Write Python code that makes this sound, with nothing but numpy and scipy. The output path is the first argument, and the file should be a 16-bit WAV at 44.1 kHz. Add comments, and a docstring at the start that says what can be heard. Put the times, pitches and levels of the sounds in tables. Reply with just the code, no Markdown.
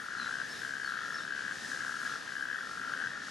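"""Four toads trill a little to the left, often overlapping: a near one, a deeper one, a higher one
and one heard in a single short burst. A far chorus blurs behind them, a small bird chirps four times,
faint taps knock on a stereo camera, and an outdoor hiss with a low rumble fills the gaps.
Each trill is a train of short pulses ringing the vocal sac; the bird is a set of falling whistles,
the taps are short dull rings, and the hiss is noise shaped band by band."""
import sys
import numpy as np
from scipy import signal
from scipy.fft import rfft, irfft
from scipy.io import wavfile
from scipy.ndimage import uniform_filter1d, map_coordinates

SR = 44100
rng = np.random.default_rng(int(sys.argv[2]) if len(sys.argv) > 2 else 0)


def generate_wav(signal):
    """Clip the signal to [-1, 1] and save it as 16-bit WAV at the path in sys.argv[1]."""
    frames = np.transpose(np.atleast_2d(signal))
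    scaled = np.clip(frames, -1, 1) * 32767
    pcm = np.round(scaled).astype(np.int16)
    wavfile.write(sys.argv[1], SR, pcm)


N = 145530  # length of the scene [samples], 3.3 s

RISE_S = .0012  # time scale of the upward swing of a pulse [s]


def undb(db):
    """Turns decibels into a factor on the amplitude."""
    return 10 ** (np.asarray(db) / 20)


def level(x, db):
    """Scales a sound to a given average (RMS) level in dB."""
    return x * undb(db) / np.sqrt(np.mean(x ** 2))


def walk(rate):
    """A smooth random wander, `rate` new values a second, with a spread near 1."""
    hold = int(SR / rate)
    steps = np.repeat(rng.standard_normal(N // hold + 1), hold)
    smooth = uniform_filter1d(uniform_filter1d(steps, hold), hold)
    return 1.64 * smooth[:N]  # smoothing shrinks the spread; 1.64 brings it back


def place(x, pan_db, lead_ms):
    """Makes a sound stereo: left is louder by pan_db and earlier by lead_ms."""
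    n = np.arange(N)
    late = map_coordinates(x, [n - lead_ms * SR / 1000], order=3, mode="mirror")
    left_gain, right_gain = undb(pan_db / 2), undb(-pan_db / 2)
    return np.array([x * left_gain, late * right_gain]) * 2 / (left_gain + right_gain)


def scatter(x, db, t60, rise_s=0.0018):
    """Adds a dense echo that falls by 60 dB in t60 seconds, partly different in each channel."""
    apart_share = 0.11  # how strong the part is that differs left and right
    t = np.arange(int(SR * .5)) / SR
    both, apart = rng.standard_normal((2, len(t)))
    noise = both + apart_share * apart * np.array([[1], [-1]])
    tail = noise * np.exp(-np.log(1000) * t / t60) * (1 - np.exp(-t / rise_s))
    tail = tail * undb(db) / np.sqrt(np.sum(tail ** 2, axis=1, keepdims=True))
    return x + signal.fftconvolve(x, tail, axes=1)[:, :N]


def add(out, at_s, db, hz, pulse, slow=1.):
    """One pulse swings up and rings out; its pitch starts flat and rises; `slow` stretches the swing."""
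    glide_s = .001  # time scale of the rise in pitch [s]
    width_hz, flat_hz, over_hz, over_db = pulse
    i = int(round(at_s * SR))
    t = np.arange(1200) / SR
    rise = (1 - np.exp(-t / (RISE_S * slow))) ** 2
    swing = rise * np.exp(-np.pi * width_hz * t / np.sqrt(slow))  # a wider ring dies sooner
    turn = 2 * np.pi * (hz * t - flat_hz * glide_s * (1 - np.exp(-t / glide_s)))
    upper = undb(over_db) * np.sin(2 * np.pi * over_hz * t)
    ring = undb(db) * swing / swing.max() * (np.sin(turn) + upper)
    out[i:i + len(t)] += ring[:max(N - i, 0)]


def toad(trills, pulse, scatter_db):
    """Pulses ring the vocal sac at a gliding rate, each varying in time, strength, pitch and shape."""
    jitter_s, wobble_hz, shape_spread = .0011, 15, .18  # typical change from pulse to pulse
    out = np.zeros(N)
    for start, end, rate0, rate1, db0, db1, hz in trills:
        chance = rng.standard_normal((60, 4))
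        t = start
        for late, size, shift, shape in chance:
            if t > end:
                break
            along = (t - start) / (end - start)
            db = db0 + (db1 - db0) * along + scatter_db * size
            at_s = max(t - 2 * RISE_S + jitter_s * late, 0)  # begins ahead so that it peaks near t
            add(out, at_s, db, hz + wobble_hz * shift, pulse, np.exp(shape_spread * shape))
            t += 1 / (rate0 + (rate1 - rate0) * along)
    return out


def hiss():
    """Outdoor noise in octave bands that swell together and flicker alone, partly alike left and right."""
    # colour of the noise: (frequency [Hz], relative level per Hz [dB], left-right likeness [0 to 1],
    # left minus right [dB])
    bands = [(25, -45, .3, -1), (60.5, -25.5, 0.38, -4), (139, -14, 0.54, 2), (272, -12, 0.61, -1.5),
             (360, -17.5, 0.19, -2.5), (394, -15, 0.22, 0), (615, -18, 0.025, 1.5), (1020, -19, 0.54, -1),
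             (1380, -11, 1, 7.5), (2340, -21.5, 0.73, 2.5), (3270, -20, 0.93, 1), (5640, -20.5, 0.77, 1.5),
             (6820, -24, 0.87, 2), (8060, -29, 0.64, 1.5), (9820, -29.5, 0.63, 2.5), (11700, -39, 0.34, 0),
             (15400, -55, 0.18, -1)]
    # slow rise and fall of the treble around its own mean: (time [s], relative level [dB])
    treble_swell = [(0.0, -59.5), (.78, -59), (.84, -59), (1.5, -59.5), (1.65, -56.5), (2.05, -56.5),
                    (2.11, -56), (2.2, -57), (3.18, -60), (3.3, -57)]
    gust_db, flicker_db, treble_flicker_db = 0.63, 0.74, 0.9  # the last counts per octave above 4 kHz

    f = np.maximum(np.arange(N // 2 + 1) * SR / N, 1)
    hz, db, like, pan_db = np.array(bands).T

    def read(column):
        return np.interp(np.log(f), np.log(hz), column)

    like = np.clip(read(like), 0, 1)
    below_db = 24 * np.maximum(np.log2(hz[0] / f), 0)  # falls 24 dB per octave below the first row
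    mid, side = rfft(rng.standard_normal((2, N)), axis=1) * undb(read(db) - below_db)
    mid, side = mid * np.sqrt(1 + like), side * np.sqrt(1 - like)
    left = (mid + side) * undb(read(pan_db) / 2)
    right = (mid - side) * undb(-read(pan_db) / 2)
    pair = np.array([left, right])

    when, treble_db = np.array(treble_swell).T
    treble_db = np.interp(np.arange(N) / SR, when, treble_db - treble_db.mean())
    out, gust = 0, walk(6)
    for octave in range(10):  # centred on 31.25 Hz, 62.5 Hz and so on; neighbours overlap
        place_in_octaves = np.clip(np.log2(f / 31.25), 0, 9)
        share = np.clip(1 - np.abs(place_in_octaves - octave), 0, 1)
        swell_db = gust_db * gust + flicker_db * walk(14)
        swell_db = swell_db + np.clip((octave - 6) / 2, 0, 1) * treble_db
        swell_db = swell_db + treble_flicker_db * max(octave - 7, 0) * walk(10.33)
        out = out + irfft(pair * share, N, axis=1) * undb(swell_db)
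    return level(out, -46)


def far_chorus():
    """Distant toads, each with its own pitch, pulse rate and turn, blurred by a long echo."""
    toads, centre_hz, spread_hz = 9, 1723, 169
    every_s, trill_s = .55, .36
    pulse = (120, 90, 3400, -22)  # ring width [Hz], starts flat by [Hz], upper ring [Hz], its level [dB]
    out = 0
    for pitch, (pace, turn) in zip(np.linspace(-1, 1, toads), rng.random((toads, 2))):
        starts = np.arange(-turn * every_s, N / SR, every_s)
        hz, rate = centre_hz + spread_hz * pitch, 55 + 15 * pace
        trills = [(max(s, 0), s + trill_s, rate, rate, 0, 0, hz) for s in starts if s + .4 > 0]
        out = out + toad(trills, pulse, 1.5)
    stereo = place(out, 3.8, 0.09)
    return level(scatter(stereo, 0.98, 0.28), -47)


def high_and_fourth_toad():
    """The higher toad, and a short burst from a fourth, lower-pitched toad at 2.55 s, ringing alike."""
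    # trills of both: (first pulse [s], end [s], pulse rate at start [per s], at end [per s],
    # pulse level at start [dB], at end [dB], middle pitch [Hz])
    trills = [(.0041, .12, 50.3, 51.5, -36, -52, 1780), (.4345, .6, 62.24, 64.4, -33.5, -38.5, 1727),
              (.9768, 1.19, 67.8, 76.6, -34, -36, 1750), (1.5109, 1.72, 63.04, 72, -37, -38.5, 1758),
              (2.0645, 2.187, 65.5, 78.4, -30.5, -33.5, 1690), (2.4617, 2.67, 54.6, 66.9, -41, -33, 1777),
              (2.55, 2.62, 79.4, 79.5, -34, -32, 1550), (2.9716, 3.27, 60, 60.75, -35, -36, 1770)]
    pulse = (135, 250, 3400, -20)  # ring width [Hz], starts flat by [Hz], upper ring [Hz], its level [dB]
    return place(toad(trills, pulse, 3), 5.7, 0.017)


def low_toad():
    """The deeper toad: mostly slower pulses, at a lower pitch."""
    # its trills: (first pulse [s], end [s], pulse rate at start [per s], at end [per s],
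    # pulse level at start [dB], at end [dB], middle pitch [Hz])
    trills = [(.0192, .32, 44.7, 43.4, -34.5, -33, 1442), (.8731, 1.215, 40.1, 51.45, -34, -33.5, 1405),
              (1.8, 2.174, 39.97, 50.47, -36.5, -31.5, 1410), (2.5914, 2.95, 49.03, 48.6, -35, -33.5, 1397),
              (3.1152, 3.23, 47.4, 46.8, -38.5, -36, 1454), (3.25, 3.3, 30, 30, -51, -27, 1420)]
    pulse = (105, 300, 2800, -28)  # ring width [Hz], starts flat by [Hz], upper ring [Hz], its level [dB]
    return place(toad(trills, pulse, 1.5), 4.6, 0.074)


def near_toad():
    """The near toad: loud trills of quick pulses, furthest to the left."""
    # its trills: (first pulse [s], end [s], pulse rate at start [per s], at end [per s],
    # pulse level at start [dB], at end [dB], middle pitch [Hz])
    trills = [(.0905, .427, 63.5, 65, -33, -27, 1627), (.6195, .99, 67.6, 62, -31, -29, 1622),
              (1.2074, 1.53, 69.6, 69.7, -31, -30, 1627), (1.7191, 2.075, 69, 63, -31, -29.5, 1641),
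              (2.2774, 2.57, 67.5, 66.5, -31, -26.5, 1634), (2.7812, 3.075, 55.4, 90, -32.5, -28.5, 1602)]
    pulse = (108, 320, 3060, -22)  # ring width [Hz], starts flat by [Hz], upper ring [Hz], its level [dB]
    return place(toad(trills, pulse, 1.6), 7.9, 0.05)


def bird():
    """Short falling whistles of unsteady pitch, with a long echo; two notes make a chirp."""
    # notes: (start [s], length [s], from [Hz], to [Hz], bend of the fall [power], level [dB])
    chirps = [(0.172, 0.067, 4450, 3940, 2.14, -49.5), (.245, 0.017, 3910, 3430, 1.8, -54),
              (0.496, 0.04, 5450, 5290, 2.4, -49.5), (0.533, .042, 4500, 3660, 2.42, -54),
              (.837, 0.048, 4490, 4390, 1.2, -50.5), (0.875, 0.04, 4500, 3660, 1.17, -55),
              (1.137, 0.03, 5450, 5300, 2.3, -47.5), (1.171, .043, 4700, 3590, 2.1, -52)]
    out = np.zeros(N)
    waver_hz = 45 * walk(150)
    for start, length, hz0, hz1, bend, db in chirps:
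        u = np.linspace(0, 1, int(length * SR))
        i = int(start * SR)
        hz = hz1 + (hz0 - hz1) * (1 - u) ** bend + waver_hz[i:i + len(u)]
        swell = np.sqrt(2 * np.sin(np.pi * u))
        out[i:i + len(u)] += undb(db) * swell * np.sin(2 * np.pi * np.cumsum(hz) / SR)
    return scatter(place(out, 2, 0), db=-1, t60=.38, rise_s=.025)


def taps():
    """Faint dull knocks on the camera body: one channel is pushed as the other is pulled."""
    # knocks: (time near the peak [s], level [dB], pitch [Hz])
    knocks = [(.408, -43, 690), (.794, -53, 696), (1.329, -48, 665), (1.529, -48, 530), (1.678, -48, 685),
              (1.854, -44, 700), (1.9, -48, 680), (2.038, -49, 530), (2.159, -46, 720), (2.317, -53, 655),
              (2.413, -54, 690), (2.48, -47, 710), (2.573, -48, 527)]
    pulse = (50, 0, 450, -8)  # ring width [Hz], starts flat by [Hz], second ring [Hz], its level [dB]
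    out = np.zeros(N)
    for peak_s, db, hz in knocks:
        add(out, peak_s - 3 * RISE_S, db, hz, pulse)
    return place(out, -2, 0) * np.array([[1], [-1]])


def scene():
    """Adds all sounds; ground and plants scatter the toads, the higher and fourth ones a little more."""
    high_and_fourth = scatter(high_and_fourth_toad(), db=-13, t60=.1)
    low_and_near = scatter(low_toad() + near_toad(), db=-15, t60=.08)
    return hiss() + far_chorus() + high_and_fourth + low_and_near + bird() + taps()


def record(dry):
    """The recorder cuts the top: a steep filter takes away what lies above 15.3 kHz."""
    top_hz = 15300
    steep = signal.ellip(10, .2, 60, top_hz, fs=SR, output="sos")
    return signal.sosfilt(steep, dry)


dry = scene()
out = record(dry)
generate_wav(out)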